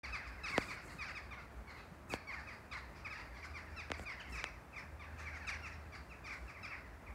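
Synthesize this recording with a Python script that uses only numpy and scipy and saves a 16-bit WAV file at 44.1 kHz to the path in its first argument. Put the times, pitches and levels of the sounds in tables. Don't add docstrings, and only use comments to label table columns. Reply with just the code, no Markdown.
import sys
import numpy as np
from scipy import signal
from scipy.fft import rfft, irfft
from scipy.io import wavfile

SR = 44100
rng = np.random.default_rng(int(sys.argv[2]) if len(sys.argv) > 2 else 0)


def dump(signal):
    limited = np.clip(np.atleast_2d(signal).T, -1, 1)
    pcm = np.round(limited * 32767).astype(np.int16)
    wavfile.write(sys.argv[1], SR, pcm)


N = 314874

# frequency_hz, level_db
AIR_SPECTRUM = [(20, -36), (36, -28), (46, -0.5), (54, 2), (66, 4), (95, -4), (125, -7), (300, -12.5),
                (480, -15.5), (630, -13), (790, -15), (1200, -16), (2400, -25.5), (3200, -35), (8000, -40),
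                (15500, -45)]
# start_s, length_s, level_db
ENGINE_SWELLS = [(3.276, 0.89, -51), (4.71, 1.43, -51.5)]
# start_s, length_s, pitch_hz, peak_db
BUMPS = [(0.026, 0.17, 59.7, -45), (0.215, 0.15, 56.6, -45.5), (.935, 0.039, 163, -49.5),
         (1.519, 0.13, 59, -42.5), (1.91, 0.028, 165, -48), (3.225, 0.19, 61.2, -47.5),
         (4.263, 0.16, 60.2, -42.5), (5.77, 0.023, 141, -48), (6.36, 0.13, 60, -44.5),
         (7.052, 0.1, 59, -46)]
# start_s, length_s, level_db
RUBS = [(0.426, 0.39, -56), (0.793, 0.23, -59.5), (2.078, 0.1, -51.5), (3.965, 0.091, -58),
        (4.279, 0.11, -56), (6.245, 0.34, -69.5)]
# frequency_hz, level_db
FRICTION_SPECTRUM = [(300, 35.5), (1500, 12), (3500, -20), (5000, 9), (7500, 19), (10000, 10.5), (15000, 2)]
# start_s, level_db, tilt_db_per_octave, delay_at_1khz_s
KNOCKS = [(0.5794, -0.5, -3, 0.0015), (2.1376, -8, -2, 0.00128), (3.9021, -17.5, -4.5, 0.0016),
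          (3.917, -9.5, 1, 0.0016), (3.995, -20.5, -3.5, 0.00108), (4.4414, -12, 4.5, 0.0011)]
# frequency_hz, gain_db
CASE_RESPONSE = [(40, -14.5), (130, -14), (300, -5), (470, -5), (630, -3), (1100, -9), (1900, -7),
                 (2500, -11), (3100, -13), (4200, -20.5), (7500, -28.5), (10000, -38.5), (15000, -56)]
# frequency_hz, t60_s
GARDEN_DECAY = [(500, 0.68), (2000, 0.4), (5000, 0.63), (10000, 0.35)]
# frequency_hz, gain_db
LEAF_RESPONSE = [(800, 7.5), (1600, 6.5), (2500, 4), (4700, 4), (7000, -2), (12000, 6)]
# frequency_hz, gain_db
THROAT_RESPONSE = [(700, -15.5), (1200, -7), (1650, -2), (2100, 2.5), (2600, -1.5), (3050, -21),
                   (3700, -20.5), (4700, -21), (5800, -20.5), (6800, -33.5), (9000, -33.5), (11000, -49),
                   (14000, -58)]
# frequency_hz, level_db
RASP_SPECTRUM = [(600, -24), (1200, 13), (1700, 10.5), (2500, -4.5), (3100, -15.5), (3800, -5), (4800, -2),
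                 (5900, -14), (6800, -7), (9000, -18.5), (11000, -17), (15000, -51)]
# share_of_length, tone_db, rasp_db
CALL_ENVELOPE = [(0, 9, -17), (.15, 1, -23), (.45, 1.5, -9), (.7, 1, -0.5), (1, -8, -0.5),
                 (1.25, -8.5, -10.5), (1.6, -19, -29)]
# time_s, level_db
CHATTER_LEVEL = [(0, -51.5), (.7, -61.5), (1.5, -68.5), (2.1, -74), (3.3, -63), (4.2, -56.5), (4.8, -77),
                 (5.4, -52.5), (6.1, -73), (6.8, -56.5), (7.14, -78)]
# start_s, length_s, start_pitch_hz, level_db, upper_harmonics_db, beak_hz, rasp_db
CALLS_AND_ECHOES = [(0.034,0.034,1209,-51.5,2.5,4570,-60), (0.069,0.034,1374,-58.5,-1,4670,-59.5),
                    (0.123,0.047,1308,-46,-1.5,4650,-55), (0.247,0.04,1274,-59,-8,4960,-61),
                    (0.434,0.048,1323,-46,4,4460,-54.5), (0.481,0.031,1342,-47.5,3.5,4730,-59),
                    (.52,0.065,1127,-45.5,-8,4430,-54), (0.604,.03,1232,-50,3,4770,-55.5),
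                    (0.68,0.049,1239,-51.5,1.5,4600,-55.5), (0.704,0.042,1290,-57,-1,4680,-72),
                    (.755,.06,751,-57.5,-6,4800,-73), (0.877,0.044,1072,-62.5,-0.5,4460,-62),
                    (0.984,0.065,1268,-48.5,-1,4700,-59), (1.055,0.053,798,-51.5,-1.5,4760,-58),
                    (1.149,0.044,1295,-50.5,0.5,4660,-65), (1.307,0.043,1234,-56.5,0.5,3440,-77),
                    (1.366,.055,740,-56.5,-9,4560,-72), (1.669,.054,1132,-63,-1.5,4360,-64),
                    (1.732,0.062,1022,-74,4.5,3900,-67.5), (2.098,.046,1305,-49.5,-1,4470,-55.5),
                    (2.269,0.063,1142,-51.5,-4.5,4730,-67), (2.323,0.033,1247,-50,-6,4800,-59.5),
                    (2.362,0.048,937,-51.5,-14,4830,-62.5), (2.467,0.04,1292,-55,-1,4870,-66.5),
                    (2.506,0.035,1045,-58.5,-4,4640,-63), (2.712,.034,1276,-52,4,4070,-56),
                    (2.748,0.036,1104,-52.5,-9,4100,-57), (2.948,0.036,1307,-71,10,4960,-68.5),
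                    (3.046,0.034,1290,-48.5,-5,4700,-63), (3.1,.046,1304,-53,-0.5,4800,-61),
                    (3.15,0.041,957,-56,-1.5,4830,-64), (3.188,0.026,1067,-59.5,2.5,4580,-60.5),
                    (3.341,0.048,1175,-65.5,5,4900,-69), (3.424,0.037,1187,-55,-2,5250,-56.5),
                    (3.536,0.056,1212,-55,0.5,4700,-62.5), (3.665,0.054,934,-65,-10,4770,-71),
                    (3.762,.06,1362,-50.5,2.5,5260,-86), (3.931,0.025,1280,-55.5,3,4770,-63),
                    (4.056,0.055,1240,-50,-3.5,4940,-76), (4.092,0.048,1123,-52,-1,4900,-80),
                    (4.196,0.026,1622,-55,1.5,4430,-70), (4.32,.058,1346,-51,-0.5,5530,-57.5),
                    (4.372,0.042,1310,-49.5,1,5330,-59), (4.447,0.036,1347,-51.5,-3,5650,-71),
                    (4.725,.034,1340,-58.5,-10,5240,-76), (4.76,.038,1231,-51,-3,5370,-60.5),
                    (4.993,.047,1216,-59.5,1.5,3450,-84), (5.052,0.035,892,-63,-27,4500,-84),
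                    (5.161,0.048,1344,-63,-9,6100,-59.5), (5.19,0.04,924,-60,1,6000,-65.5),
                    (5.253,0.047,1192,-52,-6.5,5830,-69), (5.342,.043,1131,-55,-2.5,6330,-66),
                    (5.468,0.037,1340,-44,4,5840,-51), (5.52,0.036,1185,-51,0.5,5550,-66),
                    (5.62,0.064,1401,-51.5,-4.5,5700,-60.5), (5.696,0.048,1056,-63,1,5400,-68),
                    (5.921,0.043,1200,-58.5,1.5,4700,-60), (6.091,0.049,1403,-57.5,-5.5,6700,-75),
                    (6.239,.046,1227,-56,3.5,5560,-64.5), (6.272,0.038,1294,-54,-1,5600,-63),
                    (6.302,0.041,1216,-50,-5,5440,-57.5), (6.476,0.036,1364,-56.5,-3.5,5230,-67),
                    (6.545,0.038,1220,-58.5,-15,4560,-82), (6.627,0.043,1329,-51,2,5060,-69),
                    (6.699,0.049,1344,-52.5,-14,5000,-77), (6.708,0.065,1130,-58,-10,5150,-77),
                    (7.063,0.033,1260,-60,-14,4700,-82)]


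def amp(db):
    return 10 ** (np.asarray(db) / 20)


def unit_rms(x):
    return x / np.sqrt(np.mean(x ** 2) + 1e-20)


def at_hz(points, hz):
    f, value = np.transpose(points)
    return np.interp(np.log(hz + 1), np.log(f + 1), value)


def follow(curve):
    return np.interp(np.arange(N) / SR, *np.transpose(curve))


def add(mix, start_s, sound):
    part = mix[max(round(start_s * SR), 0):][:len(sound)]
    part += sound[:len(part)]


def noise(spectrum):
    gain = amp(at_hz(spectrum, np.fft.rfftfreq(N, 1 / SR)))
    return unit_rms(irfft(rfft(rng.standard_normal(N)) * gain, N))


def wander(rate_hz, size=N):
    hz = np.fft.rfftfreq(size, 1 / SR)
    return unit_rms(irfft(rfft(rng.standard_normal(size)) / (1 + (hz / rate_hz) ** 4), size))


def wind(level_db=-54.5, swell_db=0.47):
    return amp(level_db + swell_db * wander(12.4)) * noise(AIR_SPECTRUM)


def engine(pitch_hz=78, waver_hz=0.32, rise_s=0.22, fall_s=0.31):
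    t = np.arange(N) / SR
    level = sum(amp(db) * np.clip(np.minimum((t - start) / rise_s, (start + length - t) / fall_s), 0, 1)
                for start, length, db in ENGINE_SWELLS)
    return level * np.sin(2 * np.pi * np.cumsum(pitch_hz + waver_hz * wander(1.45)) / SR)


def bumps():
    out = np.zeros(N)
    for start, length, hz, db in BUMPS:
        t = np.arange(int(length * SR)) / SR
        phase = 2 * np.pi * hz * t * (1.06 - 0.06 * t / length)
        add(out, start, amp(db) * np.hanning(len(t)) * np.sin(phase))
    return out


def rubs(grain_db=2, grain_hz=126):
    pressure = np.zeros(N)
    for start, length, db in RUBS:
        add(pressure, start, amp(db) * signal.windows.tukey(int(length * SR), .6))
    return pressure * noise(FRICTION_SPECTRUM) * amp(grain_db * wander(grain_hz))


def knocks(gain_db=15, bounce=0.16, bounce_s=0.004, scuff_db=-40, scuff_s=0.0036):
    out, scuff = np.zeros((2, N))
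    hz = np.fft.rfftfreq(4096, 1 / SR)
    for start, db, tilt, delay_s in KNOCKS:
        group_delay = delay_s * (1300 / (hz + 300)) ** 1.354
        phase = -2 * np.pi * np.cumsum(group_delay) * hz[1]
        octaves = np.log2(np.clip(hz, 100, 2000) / 1000)
        magnitude = amp(gain_db + db + at_hz(CASE_RESPONSE, hz) + tilt * octaves)
        knock = np.fft.fftshift(irfft(magnitude * np.exp(1j * phase)))
        begin = start - len(knock) / 2 / SR
        add(out, begin, knock)
        add(out, begin + bounce_s, bounce * knock)
        add(scuff, start, amp(db + scuff_db) * np.exp(-np.arange(len(knock)) / SR / scuff_s))
    return out + scuff * noise(FRICTION_SPECTRUM)


def garden_echoes(sound, scatter_db=-7, wall_db=-14, house_db=-14, onset_s=0.0055, walls=5):
    t = np.arange(SR // 2) / SR
    taps = rng.choice([-1., 1.], len(t)) * (rng.random(len(t)) < 1500 / SR)
    taps *= 1 - np.exp(-t / onset_s)
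    hz, age_s, spectra = signal.stft(taps, SR, nperseg=256)
    gain_db = at_hz(LEAF_RESPONSE, hz)[:, None] - 60 * age_s / at_hz(GARDEN_DECAY, hz)[:, None]
    response = signal.istft(spectra * amp(gain_db), SR, nperseg=256)[1]
    response *= amp(scatter_db) / np.linalg.norm(response)
    for delay, loss in rng.random((walls, 2)):
        response[int((.002 + .03 * delay) * SR)] += amp(wall_db - 4.3 * loss)
    response[int(rng.uniform(.035, .075) * SR)] += amp(house_db)
    return signal.fftconvolve(sound, response)


def tchak(length_s, start_hz, end_hz, bend, fundamental_db, upper_db, beak_hz, rasp_db, tilt,
          jitter=0.015, shimmer=0.15, droop=0.419):
    def beak_db(hz):
        return 9 / (1 + ((hz - beak_hz) / 430) ** 2) + tilt * np.log2(np.maximum(hz / 4500, 1))

    size = 6144
    progress = np.arange(size) / SR / length_s
    share, tone_curve_db, rasp_curve_db = np.transpose(CALL_ENVELOPE)
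    hoarseness = np.clip((rasp_db + 8) / 10, 0, 1.2)
    roughness = np.minimum(0.055 + 1.15 * hoarseness + 0.73 * progress, 2.1)
    glide = start_hz + (end_hz - start_hz) * np.minimum(progress, 1) ** bend
    glide *= np.exp(-droop * np.maximum(progress - 1, 0))
    pitch = glide * (1 + jitter * roughness * wander(600, size))
    phase = 2 * np.pi * np.cumsum(pitch) / SR

    k = np.arange(1, 10)[:, None]
    sway_db = 5 * np.sin(2 * np.pi * (rng.uniform(0.5, 2.23, k.shape) * progress + rng.random(k.shape)))
    tightness = max(start_hz / 1370, 1)
    harmonic_db = at_hz(THROAT_RESPONSE, k * pitch / tightness) + beak_db(k * pitch)
    harmonic_db += fundamental_db * (k == 1) + (upper_db + sway_db) * (k > 2)
    tone = (amp(harmonic_db) * np.cos(k * phase)).sum(0)
    tone *= 1 + shimmer * roughness * wander(950, size)
    tone *= amp(np.interp(progress, share, tone_curve_db))

    puffs = rng.standard_normal(size) * (1 + 0.97 * np.cos(phase))
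    hz = np.fft.rfftfreq(size, 1 / SR)
    rasp = unit_rms(irfft(rfft(puffs) * amp(at_hz(RASP_SPECTRUM, hz) + beak_db(hz))))
    rasp *= amp(rasp_db + np.interp(progress, share, rasp_curve_db))
    fade = np.clip(progress * 5.25, 0, 1) * np.clip((share[-1] - progress) * 5, 0, 1)
    return fade * (tone + rasp)


def chatter_envelope(echo_db=-9, echo_s=0.043):
    lag = np.arange(SR) / SR / echo_s
    power = amp(follow(CHATTER_LEVEL)) ** 2
    for start, _, _, db, *_ in CALLS_AND_ECHOES:
        add(power, start, (amp(db + echo_db) * lag * np.exp(1 - lag)) ** 2)
    return np.sqrt(power)


def far_chatter(calls_per_s=21, direct_gain=0.67, places=5):
    groups = np.zeros((places, N))
    calls = int(calls_per_s * N / SR)
    for i, (when, long, high, fall, gape) in enumerate(rng.random((calls, 5))):
        pitch = 800 + 360 * high
        call = tchak(.04 + .03 * long, pitch, pitch * (.64 + 0.124 * fall), bend=1.1, fundamental_db=0,
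                     upper_db=-8, beak_hz=4200 + 1400 * gape, rasp_db=-16, tilt=-1)
        add(groups[i % places], (i + when) / calls * N / SR, call)
    flock = sum(direct_gain * group + garden_echoes(group)[:N] for group in groups)
    return unit_rms(flock) * chatter_envelope()


def jackdaws(gain_db=3.5, usual_db=-51, usual_beak_hz=4890, usual_s=0.044, end_ratio=0.7):
    out = np.zeros(N)
    for start, length, pitch, db, upper_db, beak_hz, rasp_db in CALLS_AND_ECHOES:
        excess_db = db - usual_db
        gape = np.log2(beak_hz / usual_beak_hz)
        fundamental_db = -0.5 - 0.22 * excess_db - 12 * gape
        bend = 1.85 + 0.7 * np.log2(length / usual_s)
        call = amp(db + gain_db) * tchak(length, pitch, pitch * end_ratio, bend, fundamental_db,
                                         upper_db, beak_hz, rasp_db - db + 1, tilt=6.5 * gape)
        add(out, start, call)
        add(out, start, garden_echoes(call) * amp(-0.38 * excess_db))
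    return out


def scene():
    return (jackdaws() + far_chatter() + wind() + engine() + knocks() + bumps() + rubs())[None]


def record(dry, low_cut_hz=40, high_cut_hz=15800):
    opened = dry * follow([(.031, 0), (.035, 1)])
    high_pass = signal.butter(4, low_cut_hz, "high", fs=SR, output="sos")
    low_pass = signal.firwin(511, high_cut_hz, window=("kaiser", 9), fs=SR)
    return signal.oaconvolve(signal.sosfilt(high_pass, opened), low_pass[None], "same")


dry = scene()
out = record(dry)
dump(out)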